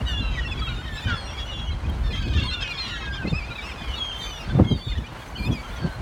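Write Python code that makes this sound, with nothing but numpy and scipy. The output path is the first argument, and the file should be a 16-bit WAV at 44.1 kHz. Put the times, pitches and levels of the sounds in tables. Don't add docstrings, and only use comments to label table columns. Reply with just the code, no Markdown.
import sys
import numpy as np
from scipy import signal
from scipy.io import wavfile
from scipy.ndimage import uniform_filter1d

SR = 44100
rng = np.random.default_rng(int(sys.argv[2]) if len(sys.argv) > 2 else 0)


def volts_from_db(level):
    exponent = np.asarray(level, float) / 20
    return 10 ** exponent


def transcribe(signal):
    frames = np.atleast_2d(signal).T
    limited = np.clip(frames, -1, 1)
    pcm = np.round(limited * 32767).astype(np.int16)
    wavfile.write(sys.argv[1], SR, pcm)


N = 265041

# freq_hz, gain_db
THROAT = [(1000, -3.5), (1500, -1), (2200, -3), (3200, 4), (4500, -10.5), (7000, -18.5), (11000, -48.5)]


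def rms_one(x):
    return x / np.sqrt(np.mean(x ** 2) + 1e-20)


def in_time(rows):
    s, *columns = np.transpose(rows)
    return [np.interp(np.arange(N) / SR, s, c) for c in columns]


def at_hz(points, hz):
    points_hz, points_db = np.array(points).T
    return np.interp(np.log(hz), np.log(points_hz), points_db)


def drift(rate_hz):
    r = np.exp(-40 * np.pi * rate_hz / SR)
    white = rng.standard_normal(N // 20 + 2002)
    slow = signal.lfilter([1], [1, -2 * r, r * r], white)[2000:]
    return np.interp(np.arange(N) / 20, np.arange(len(slow)), rms_one(slow))


def coloured_noise(spectrum, patchiness, rate_hz):
    lowest_hz, highest_hz = spectrum[0][0], spectrum[-1][0]
    edges_hz = lowest_hz * 2 ** np.arange(0, np.log2(highest_hz / lowest_hz) + .25, .5)
    white = rng.standard_normal((2, N))
    shared, out = drift(rate_hz), 0
    for k, (low_hz, high_hz) in enumerate(zip(edges_hz, edges_hz[1:])):
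        sos = signal.butter(2, [low_hz, high_hz], "band", fs=SR, output="sos")
        band = signal.sosfilt(sos, white[k % 2])
        flicker_db = patchiness * (0.98 * shared + 0.72 * drift(rate_hz))
        out = out + band * volts_from_db(at_hz(spectrum, np.sqrt(low_hz * high_hz)) + flicker_db)
    return rms_one(out)


def add(out, cry, voice_db, waver, tremble, edge_s=.005):
    s, hz, db = np.transpose(cry)
    first = max(int((s[0] - edge_s) * SR), 0)
    span = np.arange(first, min(int((s[-1] + edge_s) * SR), N))
    t = span / SR
    glide_hz = uniform_filter1d(np.interp(t, s, hz), size=300, mode="nearest")
    phase = 2 * np.pi * np.cumsum(glide_hz * waver[span]) / SR
    edges = np.clip(np.minimum(t - t[0], t[-1] - t) / edge_s, 0, 1)
    stack = 0
    for k, partial_db in enumerate(voice_db, 1):
        if partial_db > -38 and k * hz.max() < 16000:
            own_tremble = np.roll(tremble, 7919 * k + 3 * span[0])[:len(span)]
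            stack = stack + volts_from_db(partial_db) * np.sin(k * phase) * own_tremble
    out[span] += np.sqrt(2) * volts_from_db(np.interp(t, s, db)) * edges * stack


def voice(hz, tilt_db):
    # freq_hz, gain_db
    near_throat = [(1000, 0), (1500, -3.5), (2200, -0.5), (3200, 1), (4500, -7.5), (7000, -21.5),
                   (10000, -31.5), (13000, -46), (16000, -55)]
    k = np.arange(1, 11)
    effort_db = tilt_db * np.log2(np.minimum(k, 2))
    upper_loss_db = 3 * np.maximum(k - 2, 0)
    db = effort_db - upper_loss_db + at_hz(near_throat, hz * k)
    return db - db.max()


def envelope(u, length_s):
    attack_s, rise_db, hold_share, release_db, sag_db_per_s = 0.022, 8, 0.82, 9, 37
    rise = min(attack_s / length_s, .4)
    shape_db = np.interp(u, [0, rise, hold_share, 1], [-rise_db, 0, 0, -release_db])
    return shape_db - sag_db_per_s * length_s * u


def near_gulls():
    # start_s, length_s, first_pitch_hz, last_pitch_hz, strongest_partial_db, tilt_db
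    cries = [ (0.005, 0.015, 2870, 2800, -41.5, -8), (2.2, 0.11, 4650, 4350, -47, -8),
             (2.04, .06, 4450, 4300, -50, -8), (0.064, 0.28, 2940, 2695, -32, -20),
             (0.068, 0.12, 3080, 2840, -40.5, 4), (0.16, 0.049, 3390, 3520, -32.5, -5),
             (0.31, .09, 3250, 3100, -46, -8), (0.395, .035, 3050, 2950, -43, -8),
             (0.7, .06, 3050, 2800, -44, -8), (0.955, .04, 2600, 2620, -48, 12),
             (0.21, .1, 4120, 3880, -41, -11), (0.201, .12, 1400, 1240, -44.5, -4.5),
             (0.34, 0.039, 2530, 2100, -42, -26), (0.374, 0.03, 1990, 1885, -30, -11),
             (0.432, .022, 2880, 2800, -38, -8), (0.453, 0.029, 2690, 2714, -33.5, 0.5),
             (0.442, .02, 1907, 1915, -39, -20), (0.514, 0.024, 2690, 2450, -32, 1.5),
             (0.48, .07, 3480, 3410, -38.5, -2), (0.567, 0.027, 3380, 3320, -40.5, -4),
             (0.576, .022, 2680, 2220, -39, -8), (0.588, 0.021, 2430, 2250, -41.5, 7),
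             (0.609, 0.075, 3370, 3200, -34, -17), (0.612, 0.027, 1322, 1260, -36, -14),
             (0.68, 0.029, 3820, 3870, -36, -16), (0.656, .022, 2340, 2260, -41, -13),
             (0.669, 0.021, 2793, 2580, -34.5, -18), (0.671, 0.017, 1373, 1324, -36, -24),
             (0.674, 0.088, 1520, 1380, -41, -8), (0.689, 0.041, 2450, 2320, -40.5, -17),
             (1.16, .02, 8800, 9800, -60, -8), (1.245, .03, 8000, 9800, -60, -8),
             (1.37, 0.046, 5200, 4700, -48, -8), (1.102, .06, 3060, 2750, -43, -8),
             (0.684, .22, 4540, 4400, -62, -6), (0.928, 0.052, 3640, 3760, -47, 15.5),
             (0.97, 0.026, 3900, 3930, -41, -5), (0.782, 0.037, 1450, 1490, -41, -10),
             (0.85, 0.033, 3820, 3675, -39.5, -8), (0.853, 0.16, 1902, 1672, -39.5, -10),
             (0.974, 0.037, 1319, 1300, -43, 9), (1.02, 0.028, 3510, 3550, -40, 6),
             (1.026, .065, 2580, 2340, -41, -7), (1.05, 0.042, 3100, 2990, -36, -10),
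             (1.072, 0.087, 1570, 1330, -27.5, -16.5), (1.076, 0.055, 1654, 1600, -34.5, -10),
             (1.127, 0.1, 1793, 1624, -37, 4), (1.16, 0.13, 4460, 4130, -44, 6.5),
             (1.244, 0.11, 2795, 2840, -46, 16), (1.274, 0.035, 3440, 3450, -42, -10),
             (1.336, .025, 3360, 3210, -44, -8), (1.37, .085, 3360, 3330, -34, -5),
             (1.396, 0.023, 5570, 5660, -47, -6), (1.53, .09, 3150, 3050, -44, -8),
             (1.715, .025, 4050, 4000, -46, -8), (1.7, .02, 2200, 2180, -44, -12),
             (1.84, .025, 2450, 2550, -45, -8), (1.92, .025, 3750, 3850, -47, -8),
             (1.28, .05, 2620, 2770, -45, -8), (1.39, .04, 2750, 2850, -43, -8),
             (1.512, .03, 3760, 3870, -42, -4), (1.517, 0.25, 3506, 3140, -37, -1),
             (1.592, 0.015, 3800, 3750, -43, -8), (1.664, 0.036, 3020, 2920, -38.5, -3),
             (1.863, 0.01, 3240, 3150, -47, -8), (1.887, .025, 3230, 3160, -43.5, -8),
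             (2.039, 0.2, 1830, 1660, -42.5, 3), (2.105, 0.021, 2550, 2430, -37, -3),
             (2.105, 0.028, 4160, 4160, -43, -8), (2.13, 0.048, 2040, 2100, -40, -20),
             (1.12, 0.085, 3560, 3200, -49, -8), (4.218, .11, 4600, 4540, -47, -8),
             (4.4, 0.026, 5000, 5000, -50, -8), (2.13, 0.078, 3225, 3170, -33, -1),
             (2.22, 0.14, 2557, 2485, -43, -1), (2.343, 0.058, 1830, 1686, -38, 1.5),
             (2.35, 0.039, 3160, 3250, -37, 1), (2.374, 0.031, 2770, 2680, -34.5, -17),
             (2.407, 0.065, 2820, 2790, -38, -8), (2.421, 0.027, 4370, 4300, -37, -14),
             (2.441, 0.038, 4320, 4400, -37, 2), (2.442, .05, 984, 1055, -38.5, -25),
             (2.485, .065, 4070, 4260, -35.5, -4), (2.471, .04, 3350, 3190, -31, -8),
             (2.498, 0.13, 1526, 1390, -42, -10), (2.507, 0.047, 2713, 2790, -31.5, -7),
             (2.526, 0.03, 3710, 3560, -31.5, -4), (2.56, 0.045, 3440, 3510, -38, -12),
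             (2.547, 0.1, 2960, 2550, -34, -13), (2.62, 0.094, 2585, 2480, -35, -9),
             (2.623, 0.017, 3300, 3150, -29, -2), (2.7, 0.031, 2480, 2385, -30.5, -6),
             (2.68, 0.051, 1412, 1375, -37, 2.5), (2.707, 0.016, 4110, 4180, -40, 0),
             (2.753, 0.12, 2450, 2400, -40, -1), (2.777, 0.099, 4260, 4044, -31.5, -13),
             (2.78, 0.097, 2100, 2010, -47, -20), (2.872, .26, 3480, 3200, -53, 16),
             (2.609, 0.034, 5120, 5220, -41, -12), (2.455, .085, 8650, 8200, -58, -8),
             (2.777, 0.018, 3780, 3530, -33, -8), (2.892, 0.078, 4000, 3990, -48, -8),
             (2.856, .112, 2890, 2650, -41.5, -5), (2.892, 0.039, 3150, 2880, -40.5, -6),
             (2.9, 0.075, 1444, 1386, -42.5, -11), (2.91, 0.18, 1907, 1875, -42.5, 2),
             (3.048, 0.041, 3740, 3570, -44, -8), (2.919, 0.078, 1830, 1626, -39.5, -19),
             (3.034, 0.19, 1674, 1552, -34.5, -21), (3.19, 0.057, 1639, 1493, -33.5, -29),
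             (3.001, 0.053, 1311, 1278, -39.5, -3), (3.13, 0.028, 3490, 3520, -40, 0),
             (3.224, 0.027, 2670, 2470, -42.5, -8), (3.269, .02, 2540, 2720, -36.5, -8),
             (3.255, 0.023, 2110, 2060, -35.5, -20), (3.269, 0.032, 4120, 4430, -41, -14),
             (3.297, 0.023, 3630, 3580, -35.5, -1), (3.878, 0.055, 3050, 2980, -40.5, 1),
             (3.93, 0.03, 2960, 2880, -32.5, -7), (3.5, 0.038, 1434, 1380, -40, -12),
             (3.614, 0.024, 3760, 3980, -43, -8), (3.62, 0.12, 2900, 2740, -44, 1),
             (3.749, 0.17, 2580, 2350, -45, -1), (3.957, 0.041, 4430, 4300, -41, -8),
             (3.94, 0.049, 3650, 3900, -37, -12), (3.985, 0.21, 3394, 3084, -28.5, -3.5),
             (4.18, 0.053, 3150, 3140, -34.5, 4), (4.203, 0.074, 3710, 3470, -35.5, 1),
             (3.478, .022, 2480, 2680, -38, -12), (3.503, .025, 2450, 2400, -36, -12),
             (3.55, .022, 2500, 2660, -37, -12), (3.578, .035, 2450, 2250, -33, -12),
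             (3.55, .022, 3750, 3950, -39.5, -8), (3.58, .018, 3950, 3750, -42, -8),
             (3.335, .03, 1200, 1300, -42, -20), (3.78, .05, 3520, 3500, -45, -8),
             (3.105, .07, 4900, 5200, -48, -8), (3.07, .025, 2600, 2520, -42, -8),
             (3.68, .03, 2200, 2000, -44, -12), (3.96, .04, 3420, 3440, -42, -8),
             (4.33, .04, 3470, 3450, -40, -3), (4.49, 0.035, 3560, 3490, -45, -8),
             (4.498, 0.02, 1526, 1560, -36, -14.5), (4.56, 0.021, 3600, 3530, -44, -8),
             (4.667, 0.079, 3274, 3157, -31.5, -1), (4.63, .13, 2150, 2140, -45, -12),
             (4.69, .055, 4850, 4720, -50, -8), (4.55, .04, 1200, 1190, -42, -25),
             (4.21, .04, 4050, 3980, -44, -8), (4.26, .05, 2500, 2480, -47, -8),
             (4.16, .03, 3580, 3500, -44, -8), (2.39, .09, 3680, 3600, -40, -8),
             (2.33, .08, 4420, 4380, -52, -8), (2.64, .09, 2850, 2830, -41, 4),
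             (2.64, .025, 2400, 2150, -41, -8), (2.74, .09, 5300, 5200, -50, -8),
             (2.82, .05, 3330, 3320, -43, -8), (2.92, .08, 3650, 3300, -45, -8),
             (2.86, .06, 4950, 4700, -50, -8), (4.642, 0.016, 1640, 1730, -42, 5),
             (4.746, 0.12, 4620, 4500, -44.5, -1.5), (4.702, 0.077, 4060, 3600, -43, -10),
             (4.848, 0.11, 3796, 3530, -40, -4), (4.88, .05, 4450, 4250, -45, -10),
             (4.853, 0.043, 3420, 3524, -48, -8), (4.916, 0.014, 2200, 1970, -39, -13),
             (4.952, 0.025, 1820, 1980, -42.5, -11), (4.965, 0.032, 3350, 3520, -46, -6),
             (4.977, 0.015, 3100, 2940, -43, 6), (5.039, 0.032, 2340, 2550, -43, -11),
             (5.065, 0.014, 2930, 3070, -44, 6), (5.363, 0.05, 4380, 4310, -42, 2),
             (5.425, 0.033, 4220, 4240, -39.5, 5), (5.352, 0.023, 1455, 1600, -37.5, 2),
             (5.28, 0.014, 6180, 6150, -51, -8), (5.765, .015, 5950, 6000, -50, -8),
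             (5.515, .025, 5900, 5800, -49, -8), (2.82, 0.092, 2950, 2800, -45, 9),
             (2.86, 0.13, 1940, 1880, -47, 10), (5.453, 0.026, 3630, 3510, -39, 4),
             (5.512, 0.033, 3400, 3260, -35.5, 2), (5.625, .045, 1330, 1360, -43, -20),
             (5.7, .1, 1400, 1415, -46, -20), (5.808, 0.18, 1638, 1480, -44.5, -24),
             (5.794, 0.089, 4600, 4360, -49, -8), (5.906, .065, 4190, 4150, -51, -4)]
    # start_s, length_s, pitch_hz, swing_hz, swing_rate_hz, strongest_partial_db, tilt_db
    warbles = [(3.33, 0.072, 2540, 90, 16.7, -31, 0), (3.405, 0.053, 2390, 97, 14, -36, -4.5),
               (3.505, 0.032, 3870, 80, 27, -40.5, -8), (3.625, .12, 2620, 90, 15, -40.5, 6.5),
               (4.8, 0.13, 3500, 80, 15.5, -42, -8), (4.42, 0.13, 4400, 200, 12, -53.5, -8)]
    # time_s, pitch_hz, level_db
    contoured_cries = [
        [(0.055, 1900, -46), (0.075, 1920, -38), (0.11, 1770, -38), (0.16, 1700, -42), (0.24, 1580, -47),
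         (0.33, 1500, -50), (0.44, 1480, -54)],
        [(0.068, 1510, -48), (0.085, 1550, -40), (0.115, 1490, -39), (0.135, 1380, -43), (0.16, 1285, -55)],
        [(0.612, 4030, -50), (0.66, 3780, -45), (0.72, 3680, -49), (0.8, 3660, -44), (0.835, 3680, -53)],
        [(1.467, 3010, -41), (1.502, 2920, -36.5), (1.549, 2800, -42), (1.66, 2850, -49)],
        [(4.223, 3120, -46), (4.281, 3100, -40), (4.328, 2980, -42), (4.425, 2770, -45.5), (4.45, 2630, -52)],
        [(5.376, 2505, -48), (5.396, 2372, -39.5), (5.438, 2370, -38.5), (5.476, 2541, -34), (5.493, 2720, -53)],
        [(5.528, 2512, -46), (5.555, 2476, -38), (5.583, 2243, -41.5), (5.605, 2275, -40), (5.623, 2300, -56)],
    ]
    contoured_voices = [(-4, 0, -30, -24), (-4, 0, -8, -14, -19, -26, -28, -28, -29), (0, -18.5, -23),
                        (0, -16), (0, -6, -28, -26), (0.5, -13, -29, -28, -23), (0, -8, -24)]
    out = np.zeros(N)
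    waver, tremble = 1 + 0.0041 * drift(58.0), volts_from_db(2.26 * drift(47.0))
    u = np.linspace(0, 1, 21)
    for s, length_s, first_hz, last_hz, db, tilt_db in cries:
        bend = .7 if last_hz < first_hz else 1.59
        hz = first_hz + (last_hz - first_hz) * u ** bend
        cry = np.c_[s + length_s * u, hz, db + envelope(u, length_s)]
        add(out, cry, voice(hz.mean(), tilt_db), waver, tremble)
    for s, length_s, hz, swing_hz, rate_hz, db, tilt_db in warbles:
        swung_hz = hz - swing_hz * np.sin(2 * np.pi * rate_hz * length_s * u)
        cry = np.c_[s + length_s * u, swung_hz, db + envelope(u, length_s)]
        add(out, cry, voice(hz, tilt_db), waver, tremble)
    for cry, voice_db in zip(contoured_cries, contoured_voices):
        add(out, cry, voice_db, waver, tremble)
    return out


def squawks():
    # start_s, gain_db (ahead of the throat), length_s, final_pitch_hz
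    barks = [(0.08, -66, 0.056, 770), (0.985, -49.5, 0.043, 714), (1.069, -48.5, 0.044, 417),
             (1.382, -53, 0.059, 560), (2.107, -50, 0.034, 842), (2.15, -46, 0.019, 531),
             (2.216, -49, 0.021, 476), (2.269, -48.5, 0.023, 499), (2.322, -48.5, 0.027, 520),
             (2.382, -45, 0.035, 496), (2.426, -43, 0.018, 500), (2.485, -63, 0.03, 500),
             (2.523, -48, 0.0284, 501), (2.595, -44, 0.046, 463), (2.67, -44.5, 0.013, 501),
             (2.703, -58, 0.014, 500), (2.843, -44.5, 0.068, 950), (3.263, -50, 0.029, 513),
             (3.293, -50, 0.021, 708)]
    out = np.zeros(N)
    waver, tremble = 1 + 0.022 * drift(120.0), volts_from_db(4.2 * drift(190.0))
    for s, db, length_s, hz in barks:
        cry = [(s, 0.89 * hz, db - 14.5), (s + 0.603 * length_s, 1.2 * hz, db), (s + length_s, hz, db - 5)]
        add(out, cry, at_hz(THROAT, hz * np.arange(1, 27)), waver, tremble, edge_s=0.0044)
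    return out


def far_flock(count=480):
    # time_s, level_db
    chorus = [(0.0, -56), (0.2, -62), (0.35, -43), (0.7, -46), (0.9, -48.5), (1.1, -37.5), (1.25, -49),
              (1.4, -41.5), (1.6, -48), (2.0, -62), (2.15, -42), (2.45, -40), (2.75, -41.5), (3.05, -38.5),
              (3.35, -51.5), (3.65, -43.5), (3.95, -44.5), (4.25, -40), (4.6, -53), (4.85, -47),
              (5.15, -53), (5.3, -43), (5.5, -52.5), (5.75, -44), (6.0, -58)]
    out = np.zeros(N)
    waver, tremble = 1 + 0.012 * drift(96.0), volts_from_db(4.1 * drift(74.0))
    for when, high, long, fall, faint in rng.random((count, 5)):
        s = when * (N / SR - .1)
        hz = 1050 * 2 ** (1.2 * high)
        length_s = 0.0194 + 0.075 * long ** 2
        last_hz = hz * (1 - 0.0643 * fall)
        cry = [(s, hz * 1.03, -8), (s + 0.277 * length_s, hz, 0), (s + length_s, last_hz, -9)]
        add(out, cry, at_hz(THROAT, hz * np.arange(1, 6)) - 10.0 * faint, waver, tremble)
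    chorus_db, = in_time(chorus)
    return volts_from_db(chorus_db) * rms_one(out)


def over_water(x):
    dull = signal.lfilter([.45], [1, -.55], x)
    lags = (SR * rng.uniform(0.0056, .09, 8)).astype(int)
    return sum(np.pad(dull, (lag, 0))[:N] * volts_from_db(-120 * lag / SR) for lag in lags)


def splashing():
    # peak_time_s, peak_db, half_width_s (to 1/e of power)
    splashes = [(0.02, -65, .05), (0.6, -70, .15), (0.98, -59, 0.093), (1.4, -64, .08), (2.15, -65, 0.13),
                (2.45, -64, 0.12), (2.89, -64, .09), (2.71, -63, .02), (3.3, -73, .05), (3.65, -64, 0.11),
                (3.95, -62, 0.11), (4.23, -54.5, .06), (4.41, -59.5, .04), (4.8, -64.5, 0.22),
                (5.24, -60, .07), (5.5, -60, 0.14), (5.73, -55, 0.056), (5.95, -63, 0.11)]
    floor_db = -68.5
    t, power = np.arange(N) / SR, volts_from_db(floor_db) ** 2
    for s, db, width_s in splashes:
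        power = power + volts_from_db(db) ** 2 * np.exp(-((t - s) / width_s) ** 2)
    return 10 * np.log10(power)


def water():
    # time_s, level_db
    waves = [(0.0, -40), (0.2, -42), (0.65, -42.5), (0.95, -44), (1.15, -38.5), (1.7, -44), (2.0, -40),
             (2.3, -50.5), (2.6, -43.5), (3.35, -43), (3.5, -40.5), (3.8, -40.5), (4.25, -40.5),
             (4.55, -40.5), (4.7, -47), (5.0, -46.5), (5.15, -40), (5.45, -45), (5.75, -39), (6.0, -41.5)]
    # freq_hz, relative_density_db (per Hz)
    wash_spectrum = [(200, -7.5), (600, -2), (1000, -1), (1500, -5.5), (2500, -11), (4000, -16.5),
                     (6000, -26), (9000, -30)]
    # freq_hz, relative_density_db (per Hz)
    spray_spectrum = [(3000, -44), (6000, 1.5), (9000, 24), (12000, -15), (15500, 15)]
    # time_s, impulse_db (ahead of the high-pass)
    drops = [(1.8988, -32), (1.8996, -26)]
    wash_db, = in_time(waves)
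    wash = volts_from_db(wash_db) * coloured_noise(wash_spectrum, patchiness=1.05, rate_hz=30.0)
    spray = volts_from_db(splashing()) * coloured_noise(spray_spectrum, patchiness=1.3, rate_hz=12.0)
    ticks = np.zeros(N) + 1e-18
    for s, db in drops:
        ticks[int(s * SR)] = volts_from_db(db)
    ticks = signal.sosfilt(signal.butter(4, 7500, "high", fs=SR, output="sos"), ticks)
    return wash + spray + ticks


def gusting(swell_db, column):
    # peak_time_s, rumble_db, flutter_db
    puffs = [(0.02, -30, -28.5), (0.16, -28, -44), (0.31, -28.5, -44), (0.45, -40, -52),
             (0.6, -29.5, -32.5), (0.74, -26, -46), (0.96, -30.5, -56), (1.1, -27, -32), (1.32, -29, -42),
             (1.6, -31, -36), (1.72, -20.5, -51), (1.89, -29, -30), (2.06, -26, -33), (2.11, -24, -32),
             (2.19, -23.5, -48), (2.3, -31, -30.5), (2.4, -42, -30.5), (2.61, -29, -39.5),
             (3.12, -26, -37.5), (3.26, -37, -32.5), (3.33, -26, -48), (3.5, -33, -47), (3.91, -28.5, -41),
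             (4.27, -31.5, -67), (4.49, -29, -42), (4.56, -38, -28.5), (4.63, -35, -26.5),
             (4.74, -29.5, -33.5), (4.92, -29.5, -42), (4.99, -26, -39), (5.42, -22.5, -27.5),
             (5.5, -26, -26.5), (5.71, -29, -47), (5.85, -24, -29), (6.0, -27, -39)]
    half_width_s = .035
    power, t = volts_from_db(swell_db) ** 2, np.arange(N) / SR
    for puff in puffs:
        power = power + volts_from_db(puff[column]) ** 2 * np.exp(-((t - puff[0]) / half_width_s) ** 2)
    return np.sqrt(power)


def buffets():
    # start_s, gain_db (ahead of a 6 dB cut), length_s, eddy_hz
    bursts = [(1.051, -15, 0.033, 71), (1.121, -14, 0.025, 80.6), (1.855, -20, 0.034, 80),
              (2.354, -9, 0.02, 72.7), (2.383, -11.5, 0.011, 72.4), (3.246, -15, 0.015, 217),
              (3.271, -16.5, 0.016, 169), (3.32, -9.5, 0.016, 125), (3.49, -22, 0.022, 80),
              (4.551, -9.5, 0.0096, 190), (4.568, -10, 0.024, 137), (4.59, -4, 0.02, 209),
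              (4.601, -3, 0.027, 73.7), (4.707, -8.5, 0.028, 133.7), (4.743, -17, 0.029, 85.5),
              (4.867, -16, 0.016, 93), (4.972, -12.5, 0.024, 74.5), (5.493, -19.5, 0.046, 231),
              (5.844, -12.5, 0.016, 162)]
    out, white = np.zeros(N), rng.standard_normal(N)
    for s, db, length_s, hz in bursts:
        span = np.arange(int((s - .05) * SR), min(int((s + .12) * SR), N))
        band = signal.butter(1, [0.886 * hz, 1.16 * hz], "band", fs=SR, output="sos")
        eddy = signal.sosfilt(band, white[span])
        eddy = signal.sosfilt(signal.butter(2, 3.6 * hz, fs=SR, output="sos"), eddy)
        eddy /= np.sqrt(uniform_filter1d(eddy ** 2, size=600) + 1e-9)
        half_s = length_s / 2
        bell = np.exp(-((span / SR - s - half_s) / max(half_s, .002)) ** 2)
        out[span] += volts_from_db(db - 6.0) * bell * eddy
    return out


def wind():
    # time_s, rumble_db, flutter_db
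    swells = [(0.0, -33, -36.5), (0.22, -26.5, -36.5), (1.04, -34, -41.5), (1.54, -34, -44.5),
              (1.76, -29.5, -41.5), (2.23, -24.5, -37), (2.46, -28, -33), (2.59, -39, -45),
              (2.84, -39, -41), (3.18, -30, -42), (3.53, -39, -43.5), (4.44, -39.5, -42.5),
              (4.65, -40, -33), (4.87, -42, -50), (5.02, -46, -43), (5.24, -40.5, -43.5),
              (5.52, -35, -38.5), (6.01, -58, -57)]
    # freq_hz, relative_density_db (per Hz)
    rumble_spectrum = [(25, -51), (40, -2), (60, -1.5), (90, -13.5), (130, -17.5)]
    # freq_hz, relative_density_db (per Hz)
    flutter_spectrum = [(90, 4.5), (140, -3), (250, -5), (450, -22), (900, -25.5)]
    rumble_db, flutter_db = in_time(swells)
    rumble = gusting(rumble_db, column=1) * coloured_noise(rumble_spectrum, patchiness=2.0, rate_hz=8.9)
    flutter = gusting(flutter_db, column=2) * coloured_noise(flutter_spectrum, patchiness=2.2, rate_hz=12.8)
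    return rumble + flutter + buffets()


def scene():
    gulls = near_gulls() + squawks() + far_flock()
    reflections = volts_from_db(-18.5) * over_water(gulls)
    return (gulls + reflections + water() + wind())[None]


def low_pass(x):
    return signal.sosfilt(signal.butter(12, 16530, fs=SR, output="sos"), x)


def record(dry):
    mix = signal.sosfilt(signal.butter(3, 38, "high", fs=SR, output="sos"), dry)
    return low_pass(mix)


dry = scene()
out = record(dry)
transcribe(out)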